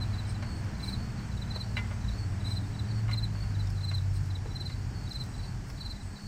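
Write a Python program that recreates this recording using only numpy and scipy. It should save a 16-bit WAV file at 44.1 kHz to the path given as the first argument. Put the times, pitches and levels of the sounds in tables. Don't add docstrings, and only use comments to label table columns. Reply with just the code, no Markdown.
import sys
import numpy as np
from scipy import signal
from scipy.fft import rfft, irfft, next_fast_len
from scipy.io import wavfile
from scipy.ndimage import uniform_filter1d

SR = 44100
rng = np.random.default_rng(int(sys.argv[2]) if len(sys.argv) > 2 else 0)


def attenuation_scalar(level_db):
    decades = np.asarray(level_db, float) / 20
    return 10 ** decades


def wav_out(sig):
    wavfile.write(sys.argv[1], SR, np.round(np.clip(np.atleast_2d(sig).T, -1, 1) * 32767).astype(np.int16))


N = 276507


def in_time(rows):
    seconds, *columns = np.transpose(rows)
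    return [np.interp(np.arange(N) / SR, seconds, column) for column in columns]


def rms_one(x):
    return x / np.sqrt(np.mean(x ** 2) + 1e-20)


def drift(rate):
    r = np.exp(-80 * np.pi * rate / SR)
    slow = signal.lfilter([1], [1, -2 * r, r * r], rng.standard_normal(N // 40 + 2002))[2000:]
    return np.interp(np.arange(N) / 40, np.arange(len(slow)), rms_one(slow - slow.mean()))


def ring(clicks, hz, t60):
    r, w = attenuation_scalar(-60 / (t60 * SR)), 2 * np.pi * hz / SR
    return signal.lfilter([0, np.sin(w)], [1, -2 * r * np.cos(w), r * r], clicks + 1e-18)


def ringing_noise(white, hz, t60):
    return rms_one(ring(ring(white, hz, t60), hz, t60))


def band(noise, low_hz, high_hz, order=2):
    return signal.sosfilt(signal.butter(order, [low_hz, high_hz], "band", fs=SR, output="sos"), noise)


def coloured(spectrum, patchy_db):
    size = next_fast_len(N)
    hz, level_db = np.transpose(spectrum)
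    log_hz = np.log(np.fft.rfftfreq(size, 1 / SR) + 1)
    shape = attenuation_scalar(np.interp(log_hz, np.log(hz), level_db, left=-90, right=-90))
    noise = irfft(rfft(rng.standard_normal(size)) * shape, size)[:N]
    return rms_one(noise * attenuation_scalar(patchy_db * drift(6)))


def add(out, sound, at):
    low, high = max(at, 0), min(at + len(sound), N)
    out[low:high] += sound[low - at:high - at]


# delay in ms, level in dB.
YARD_ECHOES = [(12, -14.5), (27, -20), (41, -29), (63, -27), (88, -33)]


def yard(x):
    out = x.copy()
    for ms, level_db in YARD_ECHOES:
        add(out, attenuation_scalar(level_db) * x, round(ms * SR / 1000))
    return out


# multiple of the pitch, level in dB.
WING_OVERTONES = [(2, -19), (3, -28)]


def stroke(length_ms, hz, drop, tail_db):
    size, blip = round(length_ms * SR / 1000 * 1.09), round(0.0056 * SR)
    u = np.arange(size + blip) / size
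    onset = np.clip(u / .03, 0, 1)
    growth = 0.19 + 0.82 * np.clip(u / 0.66, 0, 1) ** 1.06
    release = np.sin(np.pi / 2 * np.clip((1 - u) / 0.19, 0, 1))
    swell = onset * growth * release
    swell[size:] = -attenuation_scalar(tail_db) * np.hanning(blip)
    phase = 2 * np.pi * np.cumsum(hz * (1.012 - drop * u ** 3.27)) / SR
    tone = np.sin(phase)
    for multiple, level_db in WING_OVERTONES:
        tone += attenuation_scalar(level_db) * np.sqrt(abs(swell)) * np.sin(multiple * phase)
    return swell * tone


# end in seconds, length in ms,
# peak in dB, pitch in Hz.
NEAR_STROKES = [(0.035, 31, -37.5, 4050), (0.151, 23.4, -46, 3986), (0.2, 22, -41.6, 4013),
                (0.215, 11.6, -56, 3880), (0.263, 21.7, -51, 3989), (0.309, 19, -50.5, 4040),
                (0.362, 20.2, -48, 4028), (0.431, 8.3, -49.4, 4031), (0.702, 8.5, -53, 4200),
                (0.807, 13.2, -47, 4000), (0.846, 22, -37.2, 4060), (0.868, 9.7, -55, 4015),
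                (0.894, 21, -35.3, 4060), (0.916, 8.7, -48, 4180), (0.945, 21, -36.4, 4052),
                (1.332, 22.3, -53, 4001), (1.382, 14, -47, 3920), (1.428, 13, -39.8, 3974),
                (1.483, 11.6, -52, 3957), (1.52, 20, -38, 4041), (1.543, 8.8, -56, 3920),
                (1.569, 23, -36, 4070), (1.62, 23, -35.5, 4070), (2.026, 19.5, -56, 3994),
                (2.052, 18, -53, 3928), (2.093, 14.4, -40.5, 3950), (2.129, 24.4, -50.7, 4029),
                (2.415, 15.2, -51, 3927), (2.461, 20, -41.5, 3910), (2.481, 24, -37.5, 4040),
                (2.504, 16, -49, 4000), (2.526, 23, -36, 4050), (2.557, 12.3, -48.7, 3955),
                (2.58, 22, -36.3, 4060), (2.608, 17.3, -53, 3960), (2.757, 21, -50, 3930),
                (2.8, 11, -38.5, 3990), (2.862, 21, -54, 3961), (2.92, 23.7, -53, 3991),
                (3.121, 8, -44, 4055), (3.141, 12.4, -32, 4100), (3.191, 21, -33.5, 4060),
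                (3.248, 24, -34, 4060), (3.558, 14, -48.4, 3915), (3.612, 24, -42.5, 4020),
                (3.789, 27, -51, 3999), (3.816, 10.1, -46.1, 4001), (3.855, 28, -37.5, 4080),
                (3.901, 27, -35.5, 4070), (3.936, 14, -51, 4065), (3.957, 22.2, -34, 4080),
                (3.986, 12, -38, 3970), (4.17, 14, -51, 4115), (4.314, 14, -46.5, 4020),
                (4.362, 13, -39.5, 3930), (4.473, 17, -54, 4002), (4.523, 25.7, -49.5, 3980),
                (4.57, 21, -36.5, 4080), (4.62, 23, -36.5, 4045), (4.645, 12.2, -60, 4000),
                (4.672, 21, -36, 4072), (4.698, 15.5, -50, 3974), (4.733, 22, -45.5, 4032),
                (5.081, 16, -47, 3910), (5.122, 17, -36, 4070), (5.167, 26, -35.5, 4060),
                (5.221, 27, -36, 4058), (5.243, 28, -61, 4040), (5.355, 20, -50, 3988),
                (5.405, 23, -48.5, 4001), (5.457, 33, -49.5, 4036), (5.785, 11.5, -50.9, 3969),
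                (5.822, 22, -39.1, 4040), (5.872, 27, -38.5, 4063), (5.921, 28, -38.5, 4079),
                (5.968, 20.1, -50, 3995), (6.018, 22.4, -50.6, 4017),
                (1.778, 19, -38, 3970), (6.6, 13.8, -40, 3900), (4.122, 31, -58, 5400),
                  (3.68, 27, -57, 3700), (1.8, 22, -53, 3500), (6.175, 18, -48.5, 4000),
                  (3.136, 11.35, -37, 4090), (3.105, 15, -49, 3960), (.76, 22, -57, 4130),
                  (1.2, 22, -56, 4080), (2.65, 22, -56, 3700)]


def crickets():
    out = np.zeros(N)
    for end_s, length_ms, peak_db, hz in NEAR_STROKES:
        tone = stroke(length_ms, hz, drop=0.046, tail_db=-6.5)
        add(out, attenuation_scalar(peak_db) * tone, round((end_s - length_ms / 1000) * SR))
    return yard(out)


# time in seconds, level in dB.
TRILL_LEVEL = [(0.0, -66), (0.03, -60.5), (0.38, -66), (0.42, -58), (0.56, -53.5), (0.57, -60), (0.73, -69),
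               (0.87, -55.5), (1.01, -55.5), (1.15, -64), (1.19, -58), (1.29, -70), (1.5, -74), (1.55, -55),
               (1.62, -55), (1.97, -77), (2.08, -69), (2.13, -59), (2.23, -54), (2.34, -76.5), (2.53, -69),
               (2.78, -65), (2.85, -74), (2.88, -56), (3.0, -57), (3.09, -80), (3.12, -61), (3.16, -65),
               (3.18, -65), (3.21, -63), (3.23, -62), (3.3, -75), (3.35, -56), (3.46, -55.5), (3.56, -71),
               (3.72, -66), (3.95, -61), (4.02, -80), (4.14, -71), (4.16, -66), (4.57, -77), (4.61, -61),
               (4.73, -56.5), (4.77, -63), (4.92, -81), (4.94, -60), (4.96, -57), (5.22, -62), (5.26, -74),
               (5.32, -81), (5.38, -63), (5.48, -54.5), (5.59, -75), (5.75, -68), (5.81, -53),
               (5.92, -55.5), (5.97, -76), (6.13, -66), (6.16, -61), (6.27, -53)]


def trill():
    out = np.zeros(N)
    for hz in (4350, 4410, 4480):
        timing, pitch, size = rng.standard_normal((3, 300))
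        starts = np.cumsum(.0245 * (1 + 0.087 * timing))
        for start, bend, size_now in zip(starts[starts < N / SR], pitch, size):
            tone = stroke(16, hz * (1 + .005 * bend), drop=.025, tail_db=-8)
            add(out, attenuation_scalar(2.5 * size_now) * tone, round(start * SR))
    return attenuation_scalar(in_time(TRILL_LEVEL)[0]) * rms_one(yard(out))


# frequency in Hz, level in dB per Hz.
CHORUS_SPECTRUM = [(2060, -54), (3500, -14.5), (4180, 0), (5560, -0.5), (6000, -5.5), (6480, -2.5),
                   (7310, -4.5), (7940, -4.5), (11000, -21), (15100, -14.5), (16000, -25)]
# pitch in Hz, width in Hz, level in dB.
FAR_SONGS = [(5620, 99, -73), (8050, 210, -72.5), (6280, 80, -76.5), (4703, 96, -75)]


def chorus():
    white = rng.standard_normal(N)
    out = attenuation_scalar(-59 + 0.17) * coloured(CHORUS_SPECTRUM, .4)
    for hz, width, level_db in FAR_SONGS:
        out += attenuation_scalar(level_db + 4.5 * drift(2.7)) * ringing_noise(white, hz, 2.1 / width)
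    return out


def drone(hz, level_db, flutter_db, span=(-1, 9)):
    t = np.arange(N) / SR
    heard = np.clip(np.minimum(t - span[0], span[1] - t) / 0.47, 0, 1)
    phase = 2 * np.pi * np.cumsum(hz) / SR + 0.51 * drift(1.93)
    return np.sqrt(2) * heard * attenuation_scalar(level_db + flutter_db * drift(3.4)) * np.sin(phase)


# time in seconds, half-order pitch in Hz, firing level in dB,
# half-order level in dB.
LORRY_PASS = [(0, 59, -43.5, -47), (.8, 58.3, -46, -50), (1.3, 57, -45.5, -42.5), (1.6, 56.3, -41, -45),
              (2.1, 55.3, -37.5, -40), (2.8, 54.7, -36, -54), (3.1, 54.4, -31, -37), (3.3, 53.3, -34, -46),
              (3.46, 50.5, -36.5, -46), (3.6, 48.8, -31.5, -43), (3.8, 48.1, -33.5, -49),
              (4.07, 47.6, -29.5, -40), (4.35, 47.3, -34, -47), (4.5, 47.1, -40, -42),
              (4.9, 46.7, -40, -45), (5.5, 46.3, -45, -42.5), (6.27, 45.8, -48, -46)]


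def lorry():
    half_hz, firing_db, half_db = in_time(LORRY_PASS)
    return drone(2 * half_hz, firing_db, 0.67) + drone(half_hz, half_db, 3.9)


# start in seconds, end in seconds,
# first pitch in Hz, last pitch in Hz, first level in dB, last level in dB.
OTHER_ENGINES = [(-.3, 1.08, 100, 96, -32.5, -46.5), (0.9, 2.94, 93.5, 91, -45.5, -34.5),
                 (3.5, 6.1, 130, 123, -43.5, -46), (0.66, 1.51, 126, 124, -44, -44.5),
                 (3, 4.7, 156, 143, -50, -44.5), (0.5, 3.13, 181, 200, -51, -49),
                 (-0.67, 2.4, 226, 224, -52, -50.5), (-0.8, 1.8, 197, 196, -54, -46.5),
                 (2.5, 3.8, 201, 197, -44, -54), (5.7, 9.3, 198, 220, -50.5, -47.5),
                 (5, 5.8, 203, 188, -47.5, -54.5), (2, 3.61, 290, 285, -55.5, -58),
                 (-0.1, 1.25, 332, 300, -60, -62)]


def other_engines():
    out = np.zeros(N)
    for start, end, first_hz, last_hz, first_db, last_db in OTHER_ENGINES:
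        hz, level_db = in_time([(start, first_hz, first_db), (end, last_hz, last_db)])
        out += drone(hz, level_db, 2.5, span=(start, end))
    return out


# time in seconds, rumble level in dB, tyre roar level in dB.
WASH_LEVELS = [(0.0, -43, -48.5), (0.37, -44, -49), (0.56, -40.5, -49.5), (0.91, -42, -49.5),
               (1.29, -42.5, -50.5), (1.9, -45, -50.5), (2.65, -42, -51), (3.49, -42.5, -52),
               (4.09, -46.5, -53.5), (4.26, -44, -52.5), (4.7, -43.5, -53), (5.41, -44.5, -52.5),
               (5.62, -45, -53.5), (6.27, -46.5, -54.5)]
# frequency in Hz, level in dB per Hz.
RUMBLE_SPECTRUM = [(12, -37), (20, -9.5), (113, -3.5), (450, -28.5), (580, -70), (990, -120)]
# frequency in Hz, level in dB per Hz.
ROAR_SPECTRUM = [(240, -39), (400, -5.5), (544, -2), (797, 1), (1180, -3.5), (1630, -2), (3220, -13),
                 (3700, -16), (4810, -40), (8140, -120)]


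def road_wash():
    rumble_db, roar_db = in_time(WASH_LEVELS)
    rumble = attenuation_scalar(rumble_db + 5) * coloured(RUMBLE_SPECTRUM, 0.48)
    return rumble + attenuation_scalar(roar_db - 0.41) * coloured(ROAR_SPECTRUM, 0.47)


# start in seconds, length in ms, hiss in dB, wing ring in dB, low ring in dB.
KATYDID_RASPS = [
    (.26, 77, -72, -62, -59),
    (.54, 90, -80, -69, -80),
    (.80, 150, -63, -64.5, -58),
    (2.44, 140, -67, -66.5, -64),
    (4.13, 64, -64.5, -65, -75),
    (5.66, 66, -66, -70, -74),
]
# pitch in Hz, width in Hz, level in dB.
WING_RESONANCES = [(8210, 150, 5), (9400, 140, -4.5), (5200, 740, 5)]


def katydid():
    white, out = rng.standard_normal(N), np.zeros(N)
    hiss = rms_one(signal.sosfilt(signal.butter(2, 5000, "high", fs=SR, output="sos"), white))
    wing = sum(attenuation_scalar(db) * ringing_noise(white, hz, 1.6 / width) for hz, width, db in WING_RESONANCES)
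    low = ringing_noise(white, 2300, 0.026)
    for start, length_ms, hiss_db, wing_db, low_db in KATYDID_RASPS:
        at = round(start * SR)
        shape = np.hanning(round(length_ms * SR / 1000)) ** 0.43
        rasp = attenuation_scalar(hiss_db) * hiss + attenuation_scalar(wing_db) * wing + attenuation_scalar(low_db) * low
        add(out, shape * rasp[at:at + len(shape)], at)
    return out


# start in seconds, peak in dB, brightest pitch in Hz,
# share of the ring left by the hand, clatter in dB.
COVER_CLINKS = [(0.4249, -38, 2400, 0.81, -5), (1.7684, -26, 2220, 0.85, -13),
                (1.7744, -26.5, 2040, 0.93, -14.5), (1.7864, -33, 2030, 0.62, -10),
                (1.9111, -37, 1070, 1, -2), (3.0814, -37.5, 2080, 0.7, -11), (3.0924, -31.5, 980, 0.64, -6),
                (3.1118, -30.5, 2900, 0.65, -10), (3.1204, -39, 1040, 0.64, -9),
                (3.1284, -46, 985, 0.7, -9), (3.1404, -39.5, 1430, 0.7, -16), (3.4356, -43, 2110, 0.7, -8),
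                (3.913, -39, 1100, 0.75, 8), (4.6972, -42.5, 2070, 1, -2), (5.2194, -48, 1420, 0.64, -6),
                (5.6884, -46, 902, 0.89, -3), (5.6994, -44.5, 1440, 0.56, 2)]
# pitch in Hz, level in dB, t60 in seconds.
COVER_MODES = [(600, -1, 0.096), (890, -8, 0.084), (3160, -15, .05), (980, -7, 0.23), (1113, -2.5, 0.13),
               (1207, -3.5, 0.1), (1425, -4, 0.23), (1650, -7, 0.071), (1814, -8.5, 0.11),
               (2050, -3.5, 0.27), (2122, -1.5, 0.16), (2295, -3.5, 0.072), (2330, -11.5, 0.088),
               (2580, -14.5, 0.12), (2770, -3, 0.064), (2883, -3, 0.064), (4750, -14, 0.054),
               (5270, -10, 0.036), (8200, -16, .03)]


def cover():
    out, t = np.zeros(N), np.arange(11000) / SR
    hz, level_db, t60 = np.transpose(COVER_MODES)[:, :, None]
    for start, peak_db, bright_hz, share, clatter_db in COVER_CLINKS:
        size, lag = rng.standard_normal((2, len(COVER_MODES), 1))
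        struck_db = level_db + 1.9 * size - 4 * np.log2(hz / bright_hz) ** 2
        modes = attenuation_scalar(struck_db - 8 - 60 * t / (t60 * share)) * np.sin(2 * np.pi * hz * t + .5 * lag)
        grit = band(rng.standard_normal(len(t)), bright_hz / 3.5, bright_hz * 2.3)
        clatter = attenuation_scalar(clatter_db - 60 * t / 0.069) * grit
        onset = np.minimum(t / 0.00044, 1)
        add(out, attenuation_scalar(peak_db) * (modes.sum(axis=0) + clatter) * onset, round(start * SR))
    return out


# start in seconds, peak in dB, pitch in Hz.
CASTING_KNOCKS = [
    (0.425, -40.5, 600),
    (1.561, -39, 620),
    (1.768, -40, 580),
    (3.347, -44.5, 600),
    (4.457, -39, 445),
]


def knocks():
    out, t = np.zeros(N), np.arange(2200) / SR
    for start, peak_db, hz in CASTING_KNOCKS:
        tone = attenuation_scalar(peak_db - 0.5 - 60 * t / .07) * np.sin(2 * np.pi * hz * t)
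        grit = band(rng.standard_normal(len(t)), hz / 1.8, hz * 2.4)
        thud = attenuation_scalar(peak_db + 11.5 - 60 * t / 0.054) * grit
        add(out, tone + thud, round(start * SR))
    return out


# start in seconds, peak in dB, body ring in dB.
BOLT_TICKS = [(0.6459, -55, -54), (2.0896, -62, -58), (3.6721, -54, -46), (3.7024, -49, -48),
              (3.9169, -61, -61), (3.9708, -50, -59), (4.162, -59, -52), (4.2594, -52, -60),
              (4.3794, -57, -58), (5.0937, -53, -50), (5.1321, -50, -46), (5.238, -50, -53),
              (5.2613, -57, -62), (5.7003, -50, -46)]


def bolt():
    out, t = np.zeros(N), np.arange(2200) / SR
    shank = np.sin(2 * np.pi * 5050 * t) + np.sin(2 * np.pi * 5480 * t)
    for start, peak_db, ring_db in BOLT_TICKS:
        grit = band(rng.standard_normal(len(t)), 5000, 14000, order=1)
        crack = attenuation_scalar(peak_db - 3 - 60 * t / 0.033) * grit
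        add(out, crack + attenuation_scalar(ring_db - 60 * t / 0.032) * shank, round(start * SR))
    return out


def scene():
    insects = crickets() + trill() + chorus() + katydid()
    road = lorry() + other_engines() + road_wash()
    handwork = yard(cover() + knocks() + bolt())
    return (insects + road + handwork)[None]


def thin_treble(x):
    hz, _, cells = signal.stft(x, SR, nperseg=2048)
    power = uniform_filter1d(abs(cells) ** 2, size=5, axis=1)
    power = uniform_filter1d(power, size=2, axis=2)
    keep_db = np.interp(hz, [7500, 10000, 14900, 15100], [-9, -2.2, -1.2, 2])[:, None]
    weak = power < np.median(power, axis=2, keepdims=True) * attenuation_scalar(keep_db) ** 2
    return signal.istft(cells * np.where(weak, .06, 1), SR, nperseg=2048)[1][:, :N]


def band_limit(x):
    return signal.sosfilt(signal.butter(12, 16100, fs=SR, output="sos"), x)


def record(dry):
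    mix = thin_treble(dry)
    return band_limit(mix)


dry = scene()
out = record(dry)
wav_out(out)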